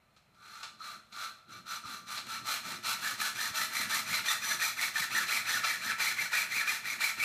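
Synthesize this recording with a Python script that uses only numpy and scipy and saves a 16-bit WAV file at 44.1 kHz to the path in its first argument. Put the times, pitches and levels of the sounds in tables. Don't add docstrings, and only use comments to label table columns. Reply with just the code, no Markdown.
import sys
import numpy as np
from scipy import signal
from scipy.fft import rfft, irfft
from scipy.io import wavfile
from scipy.ndimage import uniform_filter1d

SR = 44100
rng = np.random.default_rng(int(sys.argv[2]) if len(sys.argv) > 2 else 0)


def generate_wav(sig):
    pcm = np.round(np.clip(np.atleast_2d(sig).T, -1, 1) * 32767).astype(np.int16)
    wavfile.write(sys.argv[1], SR, pcm)


N = 319284
T = np.arange(N) / SR

# freq_hz, level_db
AIR_EQ = [(25, -1), (75, -1.5), (180, -0.5), (300, -13.5), (700, -9.5), (1400, -14.5), (2500, -13),
          (6000, -45), (15000, -45)]
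# freq_hz, level_db
SCRAPE_EQ = [(200, -38), (480, -15), (800, -5), (1030, -7.5), (1250, 6.5), (1650, -5), (2350, -0.5),
             (2950, -3.5), (4200, 0.5), (4900, -4), (7400, -4), (10000, -8), (13000, -6), (15300, -14)]
# pitch_hz, width_hz, level_db
STEEL_MODES = [(641, 6.8, 11), (930, 77, -3.5), (1206, 12, -8), (1334, 6.3, 11.5), (1467, 16, -1.5),
               (1712, 20, 2.5), (1795.2, 10, -17), (1900, 12, -11), (2320, 32, -1), (2655, 50, -2.5),
               (3418, 29, 0), (3585, 38, 0.5), (4079, 74, 7.5), (4205, 26, 0.5), (5190, 70, -3),
               (7160, 59, -14), (9200, 120, -4), (12600, 240, -10)]
# pitch_hz, width_hz (before sharpening), level_db
SHIMMER_MODES = [(7410, 65, -2.5), (9100, 60, 1), (10700, 120, 1), (11450, 290, -8), (12300, 350, -7),
                 (13300, 58, -6), (14300, 78, -6)]
# pitch_hz, width_hz, level_db
EDGE_MODES = [(1193, 18.4, 3.5), (1268, 15, 3), (1325, 7.4, 7), (1393, 6.4, 6), (1497, 66, -3),
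              (3540, 30, -16), (3970, 53, -6), (4220, 19, -1)]
# start_s, level_db
HARD_SNAGS = [(.164, -49), (.63, -26.5), (1.125, -39.5), (2.174, -24.5), (4.14, -21.5), (4.827, -22.5),
              (5.642, -21)]
# start_s, length_s, tooth_rate_hz, bite_db
STROKES = [(0.323, 0.46, 420, -52.5), (.775, 0.25, 640, -47.5), (1.099, 0.24, 680, -43),
           (1.466, .18, 600, -52.5), (1.644, 0.17, 960, -41), (1.821, 0.22, 890, -45),
           (2.048, 0.19, 1000, -40.5), (2.243, 0.2, 900, -41.5), (2.434, 0.18, 1250, -34.5),
           (2.617, 0.19, 1000, -41), (2.822, 0.16, 1400, -34), (2.983, 0.18, 1830, -38.5),
           (3.174, 0.16, 1750, -35.5), (3.331, 0.19, 1970, -38.5), (3.527, 0.17, 1920, -35.5),
           (3.69, 0.19, 2050, -38), (3.88, 0.16, 2220, -35), (4.044, 0.19, 2150, -37.5),
           (4.237, 0.16, 1960, -35.5), (4.396, 0.19, 2220, -36.5), (4.583, .16, 2320, -36.5),
           (4.754, 0.16, 2180, -38), (4.93, 0.16, 2000, -37.5), (5.088, 0.18, 1810, -36.5),
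           (5.26, .179, 2280, -36.5), (5.44, 0.18, 1810, -35.5), (5.616, 0.18, 2030, -37.5),
           (5.789, 0.16, 1810, -39.5), (5.974, 0.19, 2290, -37), (6.156, 0.13, 2160, -40),
           (6.307, 0.17, 2510, -37.5), (6.483, 0.17, 2390, -40), (6.65, 0.16, 2140, -39),
           (6.82, 0.16, 2290, -43), (6.984, 0.16, 2470, -38), (7.164, 0.19, 2700, -39)]
PUSH_FEEL = dict(slow_sag_db=-3.5, quick_sag_db=12, snag_db=9, squeak_db=4, tone_db=-1, rumble_db=-3, whistle_db=-1)
PULL_FEEL = dict(slow_sag_db=18, quick_sag_db=-1, snag_db=-7, squeak_db=-2.5, tone_db=1, rumble_db=1.5, whistle_db=0.5)
# time_s, tone_db, rumble_db, whistle_db
KERF_MIX = [(.4, -10, -69, -15), (1.2, -11.5, -64.5, -13.5), (1.798, -10.5, -59.5, -9.5),
            (2.6, -6.5, -55, -13), (3.3, -2.5, -56, -8), (4.1, -0.5, -52.5, -7), (4.5, -2, -57, -1),
            (4.8, 0, -56, -8.5), (5.3, 2, -54, -8), (5.8, 3, -56, -7.5), (6.4, 5, -57.5, -4),
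            (7.2, 5, -60.5, -12)]
# freq_hz, level_db
TOOTH_EQ = [(150, -28.5), (450, -10), (780, -8), (1050, -8), (1400, 4), (1900, 4.5), (2450, 3.5),
            (3000, -9.5), (4200, -8.5), (5500, -13.5), (12000, -22.5)]
# freq_hz, level_db
BENCH_EQ = [(25, -27), (60, -22), (90, -5.5), (115, -1.5), (155, -5), (200, 1), (250, 0.5), (310, -5.5),
            (420, -10), (800, -17), (2000, -84)]
# pitch_hz, width_hz, level_db
BENCH_MODES = [(114.2, 6.5, 5.5), (134.4, 4.1, 2.5), (181.5, 4.6, 7.5), (217, 2.9, 8.5), (259, 2.6, 1.5),
               (354, 3.8, 11)]
# start_s, length_s, pitch_hz, level_db
LOUD_SQUEAKS = [(.803, 0.037, 1275, -39.5), (1.835, 0.074, 1254, -42), (3.045, .024, 1754, -32.5),
                (3.387, 0.032, 1781, -31.5), (3.919, .035, 1783, -30), (4.137, 0.013, 2156, -26),
                (4.278, 0.015, 1882, -25.5), (4.28, 0.0421, 3570, -30), (4.501, 0.02906, 1705, -31),
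                (4.615, .019, 1900, -24.5), (4.785, 0.01405, 2058, -27), (4.822, 0.022, 2218, -27.5),
                (4.955, .022, 1755, -25.5), (5.145, 0.0498, 1800, -29), (5.534, .017, 1780, -26),
                (5.633, 0.0256, 1342, -27.5), (5.883, 0.023, 1763, -33.5), (6.183, 0.02, 2080, -27),
                (6.675, 0.031, 2414, -28), (6.895, .014, 2210, -27), (7.199, .028, 2257, -27.5)]
# start_s, rise_s, level_db
BENCH_JOLTS = [(1.526, 0.017, -60), (1.839, 0.0082, -50), (2.388, .012, -56), (2.731, .012, -49),
               (3.494, 0.01, -46), (3.839, .009, -49), (4.084, 0.02, -46), (4.994, .012, -48)]

SLOW_HZ, QUICK_HZ = 452, 1900
NOTCH_S, SINK_DB_PER_S = 1.56, 7
BINDS_FROM_S = 4


def undb(db):
    return 10 ** (np.asarray(db) / 20)


def unit(x):
    return x / np.sqrt(np.mean(x ** 2))


def noise():
    return rng.standard_normal(N)


def walk(rate):
    return unit(np.interp(T * rate, np.arange(N), noise()))


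def butter(x, hz, kind):
    return signal.sosfilt(signal.butter(2, hz, kind, fs=SR, output="sos"), x)


def colour(x, points, size=4096):
    hz, db = np.transpose(points)
    grid = np.maximum(np.fft.rfftfreq(size, 1 / SR), 1)
    cepstrum = irfft(np.log(undb(np.interp(np.log(grid), np.log(hz), db))))
    cepstrum[1:size // 2] *= 2
    cepstrum[size // 2 + 1:] = 0
    response = irfft(np.exp(rfft(cepstrum)))
    return signal.fftconvolve(x, response / np.linalg.norm(response))[:N]


def ring(x, hz, width):
    return signal.lfilter(*signal.iirpeak(hz, hz / width, fs=SR), x)


def resonate(force, modes):
    return force + sum(undb(db) * ring(force, hz, width) for hz, width, db in modes)


def room_tone(level_db=-69):
    return undb(level_db) * colour(noise(), AIR_EQ)


def resting_rub(level_db=-80):
    return undb(level_db + 2 * walk(11.7)) * colour(noise(), SCRAPE_EQ)


def shimmer(force, gain_db=-3, sharpness=4):
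    modes = (undb(db) * ring(force, hz, width / sharpness) for hz, width, db in SHIMMER_MODES)
    return undb(gain_db) * sum(modes)


def sheet_edge(bite, gain_db=-2.5, resting_db=-76, skate_db=-48, skate_shape=0.62,
               linger_hz=1336, linger_s=0.065, linger_db=-10):
    skating = undb(skate_db) * (bite / bite.max()) ** skate_shape
    damping = undb(-SINK_DB_PER_S * np.maximum(T - NOTCH_S, 0))
    drive = (bite + skating + undb(resting_db)) * damping
    rubbing = noise()
    rings = unit(sum(undb(db) * ring(ring(rubbing, hz, width), hz, 5 * width)
                     for hz, width, db in EDGE_MODES))
    rings *= drive / np.sqrt(uniform_filter1d(rings ** 2, size=1500) + .05)
    keep = np.exp(-1 / (linger_s * SR))
    stored = signal.lfilter([1 - keep], [1, -keep], drive)
    lingering = stored * np.sin(2 * np.pi * linger_hz * T + .7 * walk(9.3))
    return undb(gain_db) * (rings + undb(linger_db) * lingering)


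def workshop(x, wet_db, t60_s=0.4, treble_t60_s=0.32, late_t60_s=1.0, late_db=-21):
    t = T[:SR]
    near, far = rng.standard_normal((2, SR))
    low = butter(near, 7000, "low") * undb(-60 * t / t60_s)
    high = butter(near, 7000, "high") * undb(-60 * t / treble_t60_s)
    early = (low - high) * (t > .002)
    late = butter(far, 5000, "low") * undb(-60 * t / late_t60_s)
    response = undb(wet_db) * early / np.linalg.norm(early) + undb(late_db) * late / np.linalg.norm(late)
    return x + signal.fftconvolve(x, response)[:N]


def snags(decay_s=.02, gain_db=-11):
    envelope = np.zeros(N)
    at_turns = [(start, force_db + feel["snag_db"]) for start, force_db, feel in turns()]
    for start, db in at_turns + list(HARD_SNAGS):
        on = (T >= start) & (T < start + .1)
        envelope[on] += undb(db) * np.exp((start - T[on]) / decay_s)
    return undb(gain_db) * colour(butter(envelope * noise(), 6000, "low"), SCRAPE_EQ)


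def strokes():
    times, *columns = np.transpose(KERF_MIX)
    for (start, length, top_hz, bite_db), feel in zip(STROKES, [PUSH_FEEL, PULL_FEEL] * len(STROKES)):
        kerf_db = np.array([np.interp(start + length / 2, times, column) for column in columns])
        mix_db = kerf_db + [feel["tone_db"], feel["rumble_db"], feel["whistle_db"]]
        yield start, length, top_hz, bite_db, feel, mix_db


def turns(catch_s=.022):
    return [(start + catch_s, bite_db + tone_db, feel)
            for start, _, _, bite_db, feel, (tone_db, _, _) in strokes()]


def arm(speed_shape=.6, quick_bite_shape=0.82, slow_bite_shape=1.9, jerk=.06):
    rate, bite, tone, load, whistle = np.zeros((5, N))
    for start, length, top_hz, bite_db, feel, mix_db in strokes():
        on = (T >= start) & (T < start + length)
        along = (T[on] - start) / length
        swing = np.sin(np.pi * along)
        shape = np.interp(top_hz, [SLOW_HZ, QUICK_HZ], [slow_bite_shape, quick_bite_shape])
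        sag_db = np.interp(top_hz, [SLOW_HZ, QUICK_HZ], [feel["slow_sag_db"], feel["quick_sag_db"]])
        rate[on] = top_hz * swing ** speed_shape
        bite[on] = swing ** shape * undb(bite_db - sag_db * (along - .5))
        tone[on], load[on], whistle[on] = undb(mix_db)
    return rate * np.exp(jerk * walk(45)), bite, tone, uniform_filter1d(load, size=1500), whistle


def teeth(rate, uneven_db=4.0):
    speed = rate * np.maximum(1 + .055 * walk(160) + .065 * walk(1200), .1)
    passed = np.cumsum(speed) / SR
    at = np.flatnonzero(np.diff(np.floor(passed)))
    strength = undb(uneven_db * noise()[:len(at)]) * np.sqrt(SR / np.maximum(speed[at], 300))
    late = (np.ceil(passed[at]) - passed[at]) / (passed[at + 1] - passed[at])
    blows = np.zeros(N)
    blows[at] += strength * (1 - late)
    blows[at + 1] += strength * late
    return butter(blows, 210, "high"), passed % 1


def cutting(rate, bite, tone, judder_db=1.48, grain_db=1.0, tear_share=0.34, tooth_db=-4.5,
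            dull_hz=5000, bright_rate_hz=2000):
    blows, phase = teeth(rate)
    grip = bite * unit(undb(judder_db * walk(170)))
    chips = unit(noise() * undb(grain_db * walk(2500)) * np.exp(-phase / tear_share))
    soft = signal.lfilter(*signal.butter(1, dull_hz, fs=SR), chips)
    chips = soft + np.minimum(rate / bright_rate_hz, 1.2) * (chips - soft)
    catching = unit(undb(2.5 * walk(70)))
    buzz = colour(grip * catching * tone * blows, TOOTH_EQ)
    return colour(grip * chips, SCRAPE_EQ) + undb(tooth_db) * buzz


def chatter(rate, drive, spells_per_s=45, patchy_db=5, waver=0.0202, gain_db=-9.5):
    squeal = np.sin(2 * np.pi * np.cumsum(rate * (1 + waver * walk(500))) / SR)
    spells = unit(undb(2 * patchy_db * np.tanh(walk(spells_per_s))))
    return undb(gain_db) * drive * spells * squeal * (rate / rate.max())


def blade_whistle(drive, pitch_hz=5931, width_hz=16, flutter_db=5.0, gain_db=-3):
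    singing = unit(ring(ring(noise(), pitch_hz, width_hz), pitch_hz, width_hz))
    singing /= np.sqrt(uniform_filter1d(singing ** 2, size=400) + 0.04)
    return undb(gain_db) * drive * singing * unit(undb(flutter_db * walk(170)))


def bench_rumble(load, knock_db=3, gain_db=-6):
    knocks = load * unit(noise() * undb(knock_db * walk(60)))
    return undb(gain_db) * resonate(colour(knocks, BENCH_EQ), BENCH_MODES)


def squeaks(turn_hz=2420, turn_s=0.022, pitch_spread=0.0253, fade_s=0.0043, waver=0.028,
            flutter_db=2, gain_db=-2.5):
    out = np.zeros(N)
    wobble = 1 + waver * walk(600)
    pitches = turn_hz * (1 + pitch_spread * rng.standard_normal(len(STROKES)))
    at_turns = [(start, turn_s, hz, force_db + feel["squeak_db"])
                for (start, force_db, feel), hz in zip(turns(), pitches) if start > BINDS_FROM_S]
    for start, length, hz, db in at_turns + list(LOUD_SQUEAKS):
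        on = (T >= start) & (T < start + length)
        envelope = np.minimum(np.minimum(T[on] - start, start + length - T[on]) / fade_s, 1)
        chirp = np.sin(2 * np.pi * hz * np.cumsum(wobble[on]) / SR)
        out[on] += undb(db + gain_db) * envelope * chirp
    return out * undb(flutter_db * walk(300))


def bench_jolts(gain_db=-5):
    envelope = np.zeros(N)
    for start, rise_s, db in BENCH_JOLTS:
        age = np.maximum(T - start, 0) / rise_s
        envelope += undb(db) * age * np.exp(1 - age)
    return undb(gain_db) * envelope * unit(butter(noise(), [75, 200], "band"))


def scene():
    rate, bite, tone, load, whistle = arm()
    force = resting_rub() + cutting(rate, bite, tone) + snags()
    rasp = workshop(resonate(force, STEEL_MODES) + shimmer(force), wet_db=-3.5)
    singing = sheet_edge(bite) + squeaks() + chatter(rate, bite * tone) + blade_whistle(bite * whistle)
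    saw = rasp + workshop(singing, wet_db=-6.5)
    return (saw + room_tone() + bench_rumble(load) + bench_jolts())[None]


def record(dry, low_cut_hz=59, high_cut_hz=15300):
    high_cut = signal.ellip(12, .1, 80, high_cut_hz, fs=SR, output="sos")
    return signal.sosfilt(high_cut, butter(dry, low_cut_hz, "high"))


dry = scene()
out = record(dry)
generate_wav(out)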